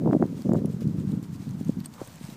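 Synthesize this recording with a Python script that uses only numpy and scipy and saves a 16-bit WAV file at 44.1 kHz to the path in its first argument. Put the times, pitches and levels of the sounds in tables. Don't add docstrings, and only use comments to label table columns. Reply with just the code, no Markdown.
import sys
import numpy as np
from scipy import signal
from scipy.fft import rfft, irfft, next_fast_len
from scipy.io import wavfile
from scipy.ndimage import uniform_filter1d

SR = 44100
rng = np.random.default_rng(int(sys.argv[2]) if len(sys.argv) > 2 else 0)


def dump_mix(stems):
    frames = np.atleast_2d(stems).T
    limited = np.clip(frames, -1, 1)
    pcm = np.round(limited * 32767).astype(np.int16)
    wavfile.write(sys.argv[1], SR, pcm)


def how_loud(loudness_db):
    steps = np.asarray(loudness_db, float) / 20
    return 10 ** steps


N = 104472


def unit(x):
    return x / np.sqrt(np.mean(x ** 2) + 1e-20)


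def along(points, hz):
    f, v = np.transpose(points)
    return np.interp(np.log(hz + 1), np.log(f + 1), v)


def filtered(x, response):
    m = next_fast_len(N + 8192)
    return irfft(rfft(x, m) * response(np.fft.rfftfreq(m, 1 / SR)), m)[:N]


def scatter(times, rows, lead=0):
    at = np.round(times * SR).astype(int)[:, None] + np.arange(rows.shape[1]) - lead + SR
    return np.bincount(at.ravel(), rows.ravel(), N + 3 * SR)[SR:SR + N]


def patchy(spectrum, patchy_db):
    z = signal.stft(rng.standard_normal(N + 512), nperseg=256)[2]
    field = uniform_filter1d(uniform_filter1d(rng.standard_normal(z.shape), 8, 0), 8, 1)
    noise = signal.istft(z * how_loud(patchy_db * unit(field)), nperseg=256)[1][:N]
    return unit(filtered(noise, lambda hz: how_loud(along(spectrum, hz))))


def thumps(s, db, hz, flutter_db):
    rise_cycles, release, sag = 0.63, 1.61, 0.14
    turns = hz[:, None] * np.arange(-1024, 1024) / SR
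    draw = rng.random((len(s), 3, 1))
    phase = turns - sag * turns ** 2 / 2
    flutter_ratio = 1.8 + 0.9 * draw[:, 1]
    swing = np.cos(2 * np.pi * (phase + draw[:, 0]))
    swing += how_loud(flutter_db) * np.cos(2 * np.pi * (flutter_ratio * phase + draw[:, 2]))
    fade = np.exp(-(turns / (rise_cycles * np.where(turns > 0, release, 1))) ** 2)
    return scatter(s, how_loud(db)[:, None] * swing * fade, lead=1024)


def eddies(s, db, sharp_hz, tilt=0.27, core=2.6):
    # f/Hz, level/dB
    low_cut = [(25, -63.5), (60, -44), (100, -13.5), (175, -5), (300, -3)]
    size, length_cycles, roll_off = 2048, 1, 2.36
    half = size // 2
    f = np.fft.rfftfreq(size, 1 / SR)
    t = (np.arange(size) - half) / SR
    lumps = rng.standard_normal((len(s), size)) * np.exp(-(t * sharp_hz[:, None] / length_cycles) ** 2)
    lumps[:, half] += core * np.sign(lumps[:, half]) * np.linalg.norm(lumps, axis=1) / 2
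    shape = how_loud(along(low_cut, f)) * f ** tilt * np.exp(-roll_off * f / sharp_hz[:, None])
    rows = irfft(shape * rfft(lumps), size) * np.hanning(size)
    peak = abs(rows).max(1)
    return scatter(s, rows * (how_loud(db) / peak)[:, None], lead=half)


def wind():
    # t/s, level/dB, sharpness f/Hz
    wind_strength = [(0, -31, 277), (0.061, -19, 400), (0.151, -15.5, 400), (.185, -29, 241),
                     (0.227, -22, 436), (.28, -31.5, 210), (.42, -33, 195), (0.433, -41.5, 200),
                     (0.459, -31, 303), (0.549, -13.5, 352), (.62, -32, 235), (1.12, -30, 218),
                     (1.3, -35.5, 161), (1.7, -34, 169), (1.79, -32.5, 158), (1.95, -43.5, 154),
                     (2.2, -45.5, 145), (2.37, -43.5, 194)]
    # t/s, peak level/dB, pitch f/Hz
    gust_eddies = [(0.013, -21.5, 260), (0.026, -23, 208), (0.036, -18.5, 210), (0.051, -19, 195),
                   (0.064, -14, 212), (0.075, -12.5, 350), (0.091, -14.5, 201), (0.102, -17.5, 244),
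                   (0.113, -31, 290), (0.132, -17, 275), (0.142, -21, 291), (0.152, -10, 284),
                   (0.167, -13.5, 241), (0.2, -19.5, 218), (0.208, -14.5, 210), (0.222, -13.5, 294),
                   (0.228, -9, 281), (0.241, -16.5, 171), (0.257, -25, 208), (0.269, -30, 220),
                   (0.302, -24.5, 242), (0.315, -40, 178), (0.331, -27.5, 209), (0.347, -30, 180),
                   (0.36, -32, 160), (0.371, -29, 180), (0.38, -28.5, 212), (0.394, -28.5, 250),
                   (0.451, -24, 214), (0.46, -18.5, 228), (0.469, -17.5, 194), (0.495, -10.5, 224),
                   (0.513, -16.5, 215), (0.521, -16, 270), (0.538, -7.5, 215), (0.551, -11, 314),
                   (0.566, -20, 170), (0.574, -21, 225), (0.587, -20.5, 252), (0.61, -23, 178),
                   (0.621, -17.5, 235), (0.639, -22, 220), (0.654, -14, 209), (0.676, -25.5, 263),
                   (0.685, -22.5, 198), (0.701, -19.5, 180.5)]
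    # t/s, peak level/dB, pitch f/Hz
    late_eddies = [(0.746, -19.5, 175), (0.767, -23, 181), (0.802, -27, 218), (0.821, -20, 198),
                   (0.846, -22, 190), (0.856, -18, 233), (0.871, -15, 166), (0.886, -20.5, 238),
                   (0.898, -21, 189), (0.915, -24, 176), (0.944, -22, 207), (0.952, -24, 244),
                   (0.962, -27.5, 270), (0.987, -16.5, 150), (0.998, -29, 227), (1.009, -22.5, 182),
                   (1.017, -23.5, 182), (1.051, -20, 197), (1.076, -18, 170), (1.092, -27, 180),
                   (1.099, -20, 184), (1.106, -31, 212), (1.121, -26, 242), (1.13, -19, 207),
                   (1.139, -18.5, 204), (1.153, -30, 184), (1.175, -27, 203), (1.197, -25.5, 190),
                   (1.245, -30.5, 214), (1.29, -32.5, 155), (1.303, -28, 150), (1.331, -25, 180),
                   (1.372, -33, 179), (1.405, -27, 166), (1.43, -35, 170), (1.459, -43, 168),
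                   (1.472, -25.5, 193), (1.481, -22, 186), (1.511, -32.5, 141), (1.519, -31, 212),
                   (1.537, -31.5, 153), (1.55, -27, 196), (1.614, -23.5, 211), (1.667, -21.5, 176),
                   (1.684, -22, 185), (1.696, -12.5, 220), (1.76, -28, 175), (1.772, -21.5, 210),
                   (1.788, -21.5, 191), (1.813, -31.5, 193), (1.891, -32.5, 180), (2.017, -21.5, 243),
                   (2.215, -31, 201), (2.246, -27.5, 156), (2.291, -30.5, 235), (2.326, -32, 188)]
    # t/s, peak level/dB, sharpness f/Hz
    eddy_edges = [(.022, -28.5, 396), (.048, -32, 460), (.0605, -12.5, 480), (.0765, -16, 545),
                  (0.092, -20, 497), (0.1115, -21, 816), (.132, -14, 930), (.140, -16.5, 500),
                  (.150, -13, 520), (.167, -24, 450), (0.2255, -10.5, 860), (0.457, -23, 380),
                  (0.4925, -23, 670), (.519, -18, 750), (.535, -17, 484), (.546, -24, 720),
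                  (.5525, -18, 625), (0.5558, -22, 704), (0.647, -18.5, 402), (.822, -25, 302),
                  (.955, -32.5, 317), (1.132, -28, 328), (1.611, -26, 314), (1.695, -21, 312),
                  (2.0165, -16.5, 360), (2.213, -35, 320), ]
    strong = thumps(*np.transpose(gust_eddies), flutter_db=-15)
    strong += thumps(*np.transpose(late_eddies), flutter_db=-25)
    strong += eddies(*np.transpose(eddy_edges), tilt=1, core=7.2)

    eddies_per_s, size_offset_db, size_scatter_db, sharp_octaves = 400, -5, 2, 0.47
    draw = rng.random((int(eddies_per_s * N / SR), 3))
    s = draw[:, 0] * N / SR
    at, strength_db, sharp_hz = np.transpose(wind_strength)
    excess = np.minimum(-np.log(draw[:, 1]), 3)
    size_db = np.interp(s, at, strength_db) + size_offset_db + size_scatter_db * excess
    sharpness = np.interp(s, at, sharp_hz) * 2 ** (sharp_octaves * (draw[:, 2] - .5))
    return strong + eddies(s, size_db, sharpness)


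def wood():
    # f/Hz, level/dB
    wood_spectrum = [(290, -10.5), (500, -3), (960, -2), (2600, -15), (7000, -17), (9500, -22),
                     (15200, -22.5)]
    return how_loud(-57) * patchy(wood_spectrum, patchy_db=0.5)


def bird():
    # start t/s, length t/s, from f/Hz, to f/Hz, level/dB
    whistles = [
        (.0, 0.31, 7100, 6670, -77),
        (0.444, 0.069, 6260, 5890, -61.5),
    ]
    t = np.arange(N) / SR
    out = np.zeros(N)
    wander = 3.7 * unit(uniform_filter1d(rng.standard_normal(N), size=200))
    for s, long, from_hz, to_hz, db in whistles:
        u = np.clip((t - s) / long, 0, 1)
        swell = np.sqrt(np.sin(np.pi * u) + 1e-12) * (u < 1)
        phase = 2 * np.pi * np.cumsum(from_hz + (to_hz - from_hz) * u) / SR
        out += how_loud(db) * swell * np.sin(wander + phase)
    return out


def swells(rows):
    t = np.arange(N) / SR
    power = np.zeros(N)
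    for s, db, long in rows:
        half_width = long / 2 * np.where(t < s, .6, 1)
        power += how_loud(2 * db) * np.exp(-((t - s) / half_width) ** 2)
    return np.sqrt(power)


def paws():
    # centre t/s, level/dB, length t/s
    paw_steps = [(.13, -58, 0.022), (.28, -64.5, 0.44), (.39, -57.5, 0.095), (.57, -58, 0.051),
                 (.72, -59.5, .06), (.82, -56, 0.034), (.89, -65, 0.091), (.99, -59, 0.065),
                 (1.10, -58.5, 0.095), (1.24, -57.5, 0.033), (1.34, -57, 0.047), (1.42, -58, .07),
                 (1.50, -64, 0.16), (1.60, -61.5, 0.055), (1.68, -58.5, 0.11), (1.80, -59.5, 0.035),
                 (1.85, -51, 0.024), (1.94, -56.5, 0.041), (2.02, -54, 0.11), (2.12, -56.5, 0.16),
                 (2.25, -53, 0.11), (2.32, -54.5, 0.061)]
    # centre t/s, level/dB, length t/s
    deep_presses = [
        (.24, -46.5, 0.024),
        (.39, -65, 0.064),
        (1.11, -62, 0.12),
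        (1.95, -57, 0.062),
        (2.01, -48, 0.057),
        (2.07, -54.5, 0.037),
        (2.27, -56.5, 0.087),
    ]
    # f/Hz, level/dB
    litter_spectrum = [(530, -7), (900, -7), (1500, -17), (4700, -7.5), (8500, -3), (10000, -13.5),
                       (15200, -8.5)]
    # f/Hz, level/dB
    deep_spectrum = [(250, -48), (450, -1), (900, -6), (1500, -12.5), (2600, -35), (4000, -49)]
    grains_per_s, grain_hz, grain_octaves, grain_cycles, grain_scatter_db = 3700, 5500, 0.81, 0.39, 3
    count = int(grains_per_s * N / SR)
    hz = np.clip(grain_hz * 2 ** (grain_octaves * rng.standard_normal((count, 1))), 700, 15000)
    turns = hz * np.arange(96) / SR
    size = how_loud(grain_scatter_db * np.minimum(rng.exponential(1, (count, 1)), 3.5))
    grains = np.sin(2 * np.pi * turns) * np.exp(-turns / grain_cycles) * size
    crackle = unit(scatter(rng.random(count) * N / SR, grains))
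    swish = how_loud(-3) * patchy(litter_spectrum, patchy_db=2.5)
    return swells(paw_steps) * (crackle + swish) + swells(deep_presses) * patchy(deep_spectrum, patchy_db=-2.5)


def snaps():
    # t/s, peak level/dB, ring f/Hz
    leaf_snaps = [(0.264, -50, 4070), (0.4205, -42, 4600), (0.5344, -41, 7100), (0.572, -52, 7300),
                  (0.6582, -40, 9880), (0.808, -48, 4950), (0.818, -52, 6200), (0.829, -55, 6900),
                  (0.8767, -49, 4770), (1.0005, -51, 3530), (1.1193, -44.5, 3800), (1.2285, -46, 7500),
                  (1.36, -49, 4560), (1.492, -47, 4400), (1.5093, -48, 6500), (1.6026, -49, 7500),
                  (1.6483, -46, 6360), (1.6844, -47.5, 7040), (1.8034, -42.5, 4550), (1.628, -52, 4030),
                  (0.895, -57, 3800), (2.0488, -46, 6000), (1.9395, -44, 4440), (2.0749, -40.5, 9000),
                  (2.1573, -45, 7700), (2.2516, -44.5, 5200), (2.3014, -42.5, 3940), (2.362, -47, 7400)]
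    ring_t60, crack_t60, crack_db, snap_db = 0.006, 0.0078, 3.5, 4
    s, db, hz = np.transpose(leaf_snaps)
    t = np.arange(600) / SR
    burst = signal.lfilter([1, -.3], [1], rng.standard_normal((len(s), 600)))
    crack = burst * how_loud(crack_db - 60 * t / crack_t60) / 2
    ring = np.sin(2 * np.pi * hz[:, None] * t) * how_loud(-60 * t / ring_t60)
    attack = 1 - np.exp(-t / 0.000079)
    return scatter(s, (crack + ring) * attack * how_loud(db + snap_db)[:, None])


def twig():
    # t/s, peak level/dB
    twig_cracks = [
        (1.8585, -24),
        (1.8611, -34),
        (1.8651, -43),
    ]
    # f/Hz, level/dB, decay t60/s
    twig_modes = [(4500, -11, 0.011), (8500, 2, 0.0075), (13000, -9, .005), (2300, -13, 0.004),
                  (1300, -14, .005), (6400, -12, .003)]
    t = np.arange(900) / SR
    s, peak_db = np.transpose(twig_cracks)
    ring = sum(how_loud(db - 60 * t / t60) * np.sin(2 * np.pi * hz * t) for hz, db, t60 in twig_modes)
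    splinter = how_loud(-10 - 60 * t / .007) * rng.standard_normal((len(s), len(t)))
    attack = 1 - np.exp(-t / .0004)
    return scatter(s, (ring + splinter) * attack * how_loud(peak_db)[:, None])


def pop():
    # t/s, peak level/dB
    stalk_pops = [
        (1.98, -38.5),
    ]
    ring_hz, ring_t60 = 1200, 0.022
    t = np.arange(1200) / SR
    s, db = stalk_pops[0]
    ring = how_loud(db - 60 * t / ring_t60)[None] * np.sin(2 * np.pi * ring_hz * t)
    attack = 1 - np.exp(-t / 0.0008)
    return scatter(np.array([s]), ring * attack)


def scene():
    return (wind() + wood() + bird() + paws() + snaps() + twig() + pop())[None]


def low_pass(x):
    return signal.sosfilt(signal.butter(12, 16540, fs=SR, output="sos"), x)


def record(dry):
    # f/Hz, level/dB
    band_limit = [(15350, 0), (15480, -38), (16540, -42), (16580, -120)]
    ceiling, knee = .5, 4
    limited = dry[0] / (1 + (dry[0] / ceiling) ** knee) ** (1 / knee)
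    mix = filtered(limited, lambda hz: how_loud(along(band_limit, hz)))[None]
    return low_pass(mix)


dry = scene()
out = record(dry)
dump_mix(out)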